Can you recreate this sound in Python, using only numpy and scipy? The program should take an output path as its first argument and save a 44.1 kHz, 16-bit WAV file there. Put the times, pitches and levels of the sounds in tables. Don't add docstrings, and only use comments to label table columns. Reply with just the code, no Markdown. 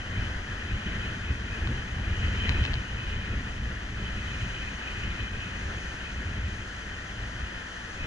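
import sys
import numpy as np
from scipy import signal
from scipy.fft import rfft, irfft
from scipy.io import wavfile
from scipy.ndimage import uniform_filter1d

SR = 44100
rng = np.random.default_rng(int(sys.argv[2]) if len(sys.argv) > 2 else 0)


def master_out(mix):
    frames = np.transpose(np.atleast_2d(mix))
    ceiling = np.clip(frames, -1, 1)
    pcm = np.round(ceiling * 32767).astype(np.int16)
    wavfile.write(sys.argv[1], SR, pcm)


N = 355600


def undb(db):
    return 10 ** (np.asarray(db) / 20)


def unit(x):
    return x / np.sqrt(np.mean(x ** 2))


def bins():
    return np.maximum(np.fft.rfftfreq(N, 1 / SR), 1)


def across(hz, values):
    return np.interp(np.log(bins()), np.log(hz), values)


def colour(points):
    hz, db = np.transpose(points)
    return undb(across(hz, db))


def curve(table):
    return np.interp(np.arange(N) / SR, *np.transpose(table))


def swell(crest_s, rise_s, fall_s):
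    age = np.arange(N) / SR - crest_s
    return np.exp(-(age / np.where(age < 0, rise_s, fall_s)) ** 2)


def walk(rate):
    smoothing = np.exp(-(bins() / rate) ** 2)
    return unit(irfft(rfft(rng.standard_normal(N)) * smoothing, N))


def ports(gain):
    # f/Hz, left minus right/dB, likeness (0 to 1), lead of the left/rad
    port_table = [(100, 0.2, 1.0, 0.0), (400, 1.0, 0.88, 0.1), (680, 2.4, 0.6, 0.3), (950, 3.6, 0.71, 3.0),
                  (1080, -0.7, 0.74, 3.0), (1380, 0.5, 0.76, 0.3), (1780, 5.0, 0.87, 0.3),
                  (1950, 9.4, 0.48, -1.6), (2150, 4.9, 0.79, -2.4), (2550, 1.8, 0.85, -2.3),
                  (3100, 0.8, 0.85, -1.5), (3900, -0.3, 0.21, 2.4), (5000, -4.0, 0.57, -1.2),
                  (6700, 0.1, 0.77, -1.0), (7800, 1.6, 0.28, -2.1), (10300, 2.2, 0.59, 0.1)]
    hz, tilt_db, likeness, lead = np.transpose(port_table)
    shared = across(hz, likeness * np.exp(1j * lead))
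    right, own = rfft(rng.standard_normal((2, N)))
    left = shared * right + np.sqrt(np.maximum(1 - abs(shared) ** 2, 0)) * own
    tilt = undb(across(hz, tilt_db))
    both = np.array([left * tilt, right])
    return unit(irfft(both * gain / np.hypot(1, tilt), N))


def sea():
    # crest t/s, roar rise/dB, foam hiss rise/dB
    swells = [(.35, 2.2, 1), (1.0, 1.5, 1), (1.7, 2, 1), (2.42, 3, 2.5), (4.38, 1.3, 3.5), (5.0, 1, 2),
              (5.75, 1.6, 3.5), (6.75, 0.5, 2), (7.35, 0.6, 1.2), (7.95, 0.5, 2)]
    roar_db = hiss_db = 0
    for crest_s, roar, foam in swells:
        bell = swell(crest_s, rise_s=0.28, fall_s=0.38)
        roar_db = roar_db + roar * bell
        hiss_db = hiss_db + foam * bell
    return roar_db, hiss_db


def surf(roar_db):
    # f/Hz, relative level/dB
    surf_colour = [(40, -0.5), (500, -8), (820, -8), (1000, -3.5), (1230, -6.5), (1480, -1), (1900, 0),
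                   (2250, -17), (3150, -7.5), (3700, -20), (5200, -22.5), (8000, -38)]
    shore = 0
    for _ in range(3):
        stretch_db = 0.84 * walk(8.5) + 1.0 * walk(18)
        shore = shore + ports(colour(surf_colour)) * undb(stretch_db)
    return unit(shore) * undb(-41.5 + roar_db)


def hiss(hiss_db):
    # f/Hz, relative level/dB
    hiss_colour = [(2000, -20), (4200, 2), (5300, 0), (6300, 4.5), (6800, 2), (7600, -7), (8600, -12),
                   (9900, -25.5), (10900, -8)]
    return ports(colour(hiss_colour)) * undb(-55 + hiss_db + 0.6 * walk(12))


def sand():
    # t/s, level of the first tap/dB, fading time of the skitter/ms
    grains = [(1.531, -30, 1.5), (1.673, -26, 2.5), (2.4924, -19, .8), (2.4932, -10.5, .9),
              (2.6323, -28, 1.5), (2.6395, -26, 3.5), (2.6516, -17.5, .7), (2.6527, -19.5, 1),
              (2.6615, -26, 3), (2.7348, -25, 1.2), (2.7403, -17.5, 1), (2.7545, -26, 1.2)]
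    # f/Hz, relative level/dB
    grain_colour = [(100, -40), (600, -10), (1050, 0), (1800, 0), (3000, 3), (4300, -3), (5500, -14),
                    (7000, -24), (11000, -45)]
    taps = np.zeros(N)
    age_ms = 1000 * np.arange(SR // 50) / SR
    for s, db, skitter_ms in grains:
        push = 0.26 * rng.standard_normal(len(age_ms)) * np.exp(-age_ms / skitter_ms)
        push[0] = 1
        start = int(s * SR)
        taps[start:start + len(push)] += undb(db) * push
    cepstrum = irfft(np.log(colour(grain_colour)), N)
    cepstrum[1:N // 2] *= 2
    cepstrum[N // 2:] = 0
    case = np.exp(rfft(cepstrum))
    ring_peak = np.max(abs(irfft(case, N)))
    ticks = irfft(rfft(taps) * case, N) / ring_peak
    right = undb(-5) * np.roll(ticks, int(0.00016 * SR))
    return np.array([ticks, right])


def wind():
    # t/s, level/dB
    wind_table = [(0.0, -34), (0.2, -30), (0.42, -34), (0.95, -37.5), (1.42, -35), (1.68, -25), (1.89, -35),
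                  (2.05, -29.0), (2.55, -23.5), (2.9, -38.5), (3.3, -33), (4.9, -35.5), (5.7, -31.5),
                  (6.0, -39), (6.35, -30.0), (6.85, -38.5), (7.7, -40.5), (8.06, -37)]
    # t/s, level/dB
    air_table = [(0.0, -50.5), (0.22, -43.5), (0.38, -49), (0.98, -43.0), (1.43, -49.5), (1.62, -43),
                 (1.87, -48.5), (2.5, -37), (2.88, -47.5), (3.15, -44.5), (3.7, -49.5), (4.47, -42),
                 (4.75, -43.5), (5.04, -43), (6.1, -47.5), (6.4, -47), (6.8, -48.5), (8.06, -48.5)]
    # t/s, length between 1/e points/s, thump rise/dB, flutter rise/dB
    puffs = [(0.183, 0.13, 2.5, 0), (0.516, .06, 5.5, 3.5), (.73, 0.14, 8.5, 6.5), (0.889, 0.084, 5.5, 9.5),
             (1.001, 0.17, 9, 10), (1.165, 0.096, 7, 5.5), (1.309, 0.097, 11.5, 7), (1.73, 0.064, 4, 3),
             (1.982, .06, 5, 5.5), (2.105, .06, 7, 3.5), (2.776, 0.25, 5, 1.5), (3.016, 0.18, 10, 5.5),
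             (3.164, .11, 5, 4), (3.337, .12, 6, 5), (3.632, 0.13, 6.5, 3.5), (4.032, 0.062, 3.5, 4.5),
             (4.168, 0.085, 7, 5.5), (4.443, 0.13, 7, 5), (5.064, .08, 7, 3), (6.313, 0.073, 3.5, 1),
             (6.46, 0.057, 4.5, 0.5), (7.197, .17, 6.5, 0.5), (7.422, .13, 6.5, 0), (8.023, 0.061, 11, 4)]
    wind_db, air_db = curve(wind_table), curve(air_table)
    thump_db = flutter_db = 0
    for s, length_s, thump, flutter in puffs:
        puff = swell(s, length_s / 2, length_s / 2)
        thump_db = thump_db + thump * puff
        flutter_db = flutter_db + flutter * puff
    jostle_db = 1.4 * walk(8)
    big_db = wind_db + thump_db + jostle_db
    wind_swing_db = wind_db - np.mean(wind_db) + jostle_db
    fine_db = -42.5 + 0.8226 * wind_swing_db + flutter_db
    gust_db = 0.5957 * (air_db - np.mean(air_db)) + 0.17 * flutter_db
    gust_db = gust_db + 0.72 * walk(7.5) + 0.2 * jostle_db
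    return big_db, fine_db, gust_db


def slots(gust_db):
    # f/Hz, width/Hz, level before a common 5 dB cut/dB
    resonances = [(2430, 110, -51), (2545, 95, -46.5), (2870, 130, -51.5), (3060, 150, -48.7),
                  (4010, 170, -63)]
    out = 0
    for hz, width_hz, db in resonances:
        ring = ports(1 / (1 + ((bins() - hz) / (width_hz / 2)) ** 2))
        flicker_db = 1.5 * walk(8) + 2.4 * walk(35)
        out = out + ring * undb(db - 5.0 + 2.11 * gust_db + flicker_db)
    return out


def rush(gust_db, tumble):
    # f/Hz, relative level/dB
    rush_colour = [(300, -7), (700, -15.5), (1020, -1), (1300, -7), (1600, -2.5), (2020, 3), (2250, 0.5),
                   (2700, -6.5), (3200, -7.5), (3800, -11.5), (4500, -22), (10000, -59)]
    level_db = -44.5 + 1.0 * gust_db + 1.0 * tumble + 0.66 * walk(30)
    return ports(colour(rush_colour)) * undb(level_db)


def tearing(fine_db):
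    # f/Hz, relative level/dB
    tearing_colour = [(150, -5), (350, 2), (650, -2.5), (1050, 1.5), (1300, -13.5), (1750, 4), (2300, 5),
                      (3100, -12), (4500, -30), (10000, -48)]
    excess_db = fine_db - np.mean(fine_db)
    return ports(colour(tearing_colour)) * undb(-54.5 + 1.2 * excess_db + 1.5 * walk(84))


def eddies(points, evenness, span_s):
    x = irfft(rfft(rng.standard_normal(N)) * colour(points), N)
    power = uniform_filter1d(x ** 2, int(span_s * SR))
    return unit(x / power ** (evenness / 2))


def buffeting(big_db, fine_db, tumble):
    # f/Hz, relative level/dB
    slow_points = [(10, -6), (22, 10), (32, 14), (42, 14.5), (58, 19.5), (66, 12), (76, 6), (100, 1),
                   (150, -54)]
    big_points = [(40, -14), (62, 0.5), (82, 2), (112, -2), (133, -7), (150, -18.5), (220, -77)]
    fine_points = [(120, -26), (148, -8), (160, -0.5), (190, 3.5), (235, -2.5), (280, -7), (420, -12),
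                   (600, -24.5), (1200, -36), (9000, -90)]
    shift_db = 0.2 * (big_db - np.mean(big_db))
    slow = eddies(slow_points, evenness=0.75, span_s=0.19) * undb(big_db - shift_db - 6.0)
    big = eddies(big_points, evenness=0.81, span_s=0.13) * undb(big_db + shift_db - 6.0)
    fine = eddies(fine_points, evenness=0.42, span_s=0.11) * undb(fine_db + 1.33 * tumble - 4.0)
    apart = eddies(big_points, evenness=0.5, span_s=0.084) * undb(big_db - 38.5)
    apart = apart + eddies(fine_points, evenness=0.38, span_s=0.1) * undb(fine_db - 24.5)
    sides = np.array([[1], [-1]])
    lean_db = 0.3
    return (slow + big + fine) * undb(sides * lean_db / 2) + sides * apart


def scene():
    roar_db, hiss_db = sea()
    big_db, fine_db, gust_db = wind()
    tumble = walk(36)
    background = surf(roar_db) + hiss(hiss_db)
    air = slots(gust_db) + rush(gust_db, tumble) + tearing(fine_db)
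    return background + sand() + air + buffeting(big_db, fine_db, tumble)


def record(dry):
    top_cut = signal.ellip(12, 0.1, 80, 10880, fs=SR, output="sos")
    return signal.sosfilt(top_cut, dry)


dry = scene()
out = record(dry)
master_out(out)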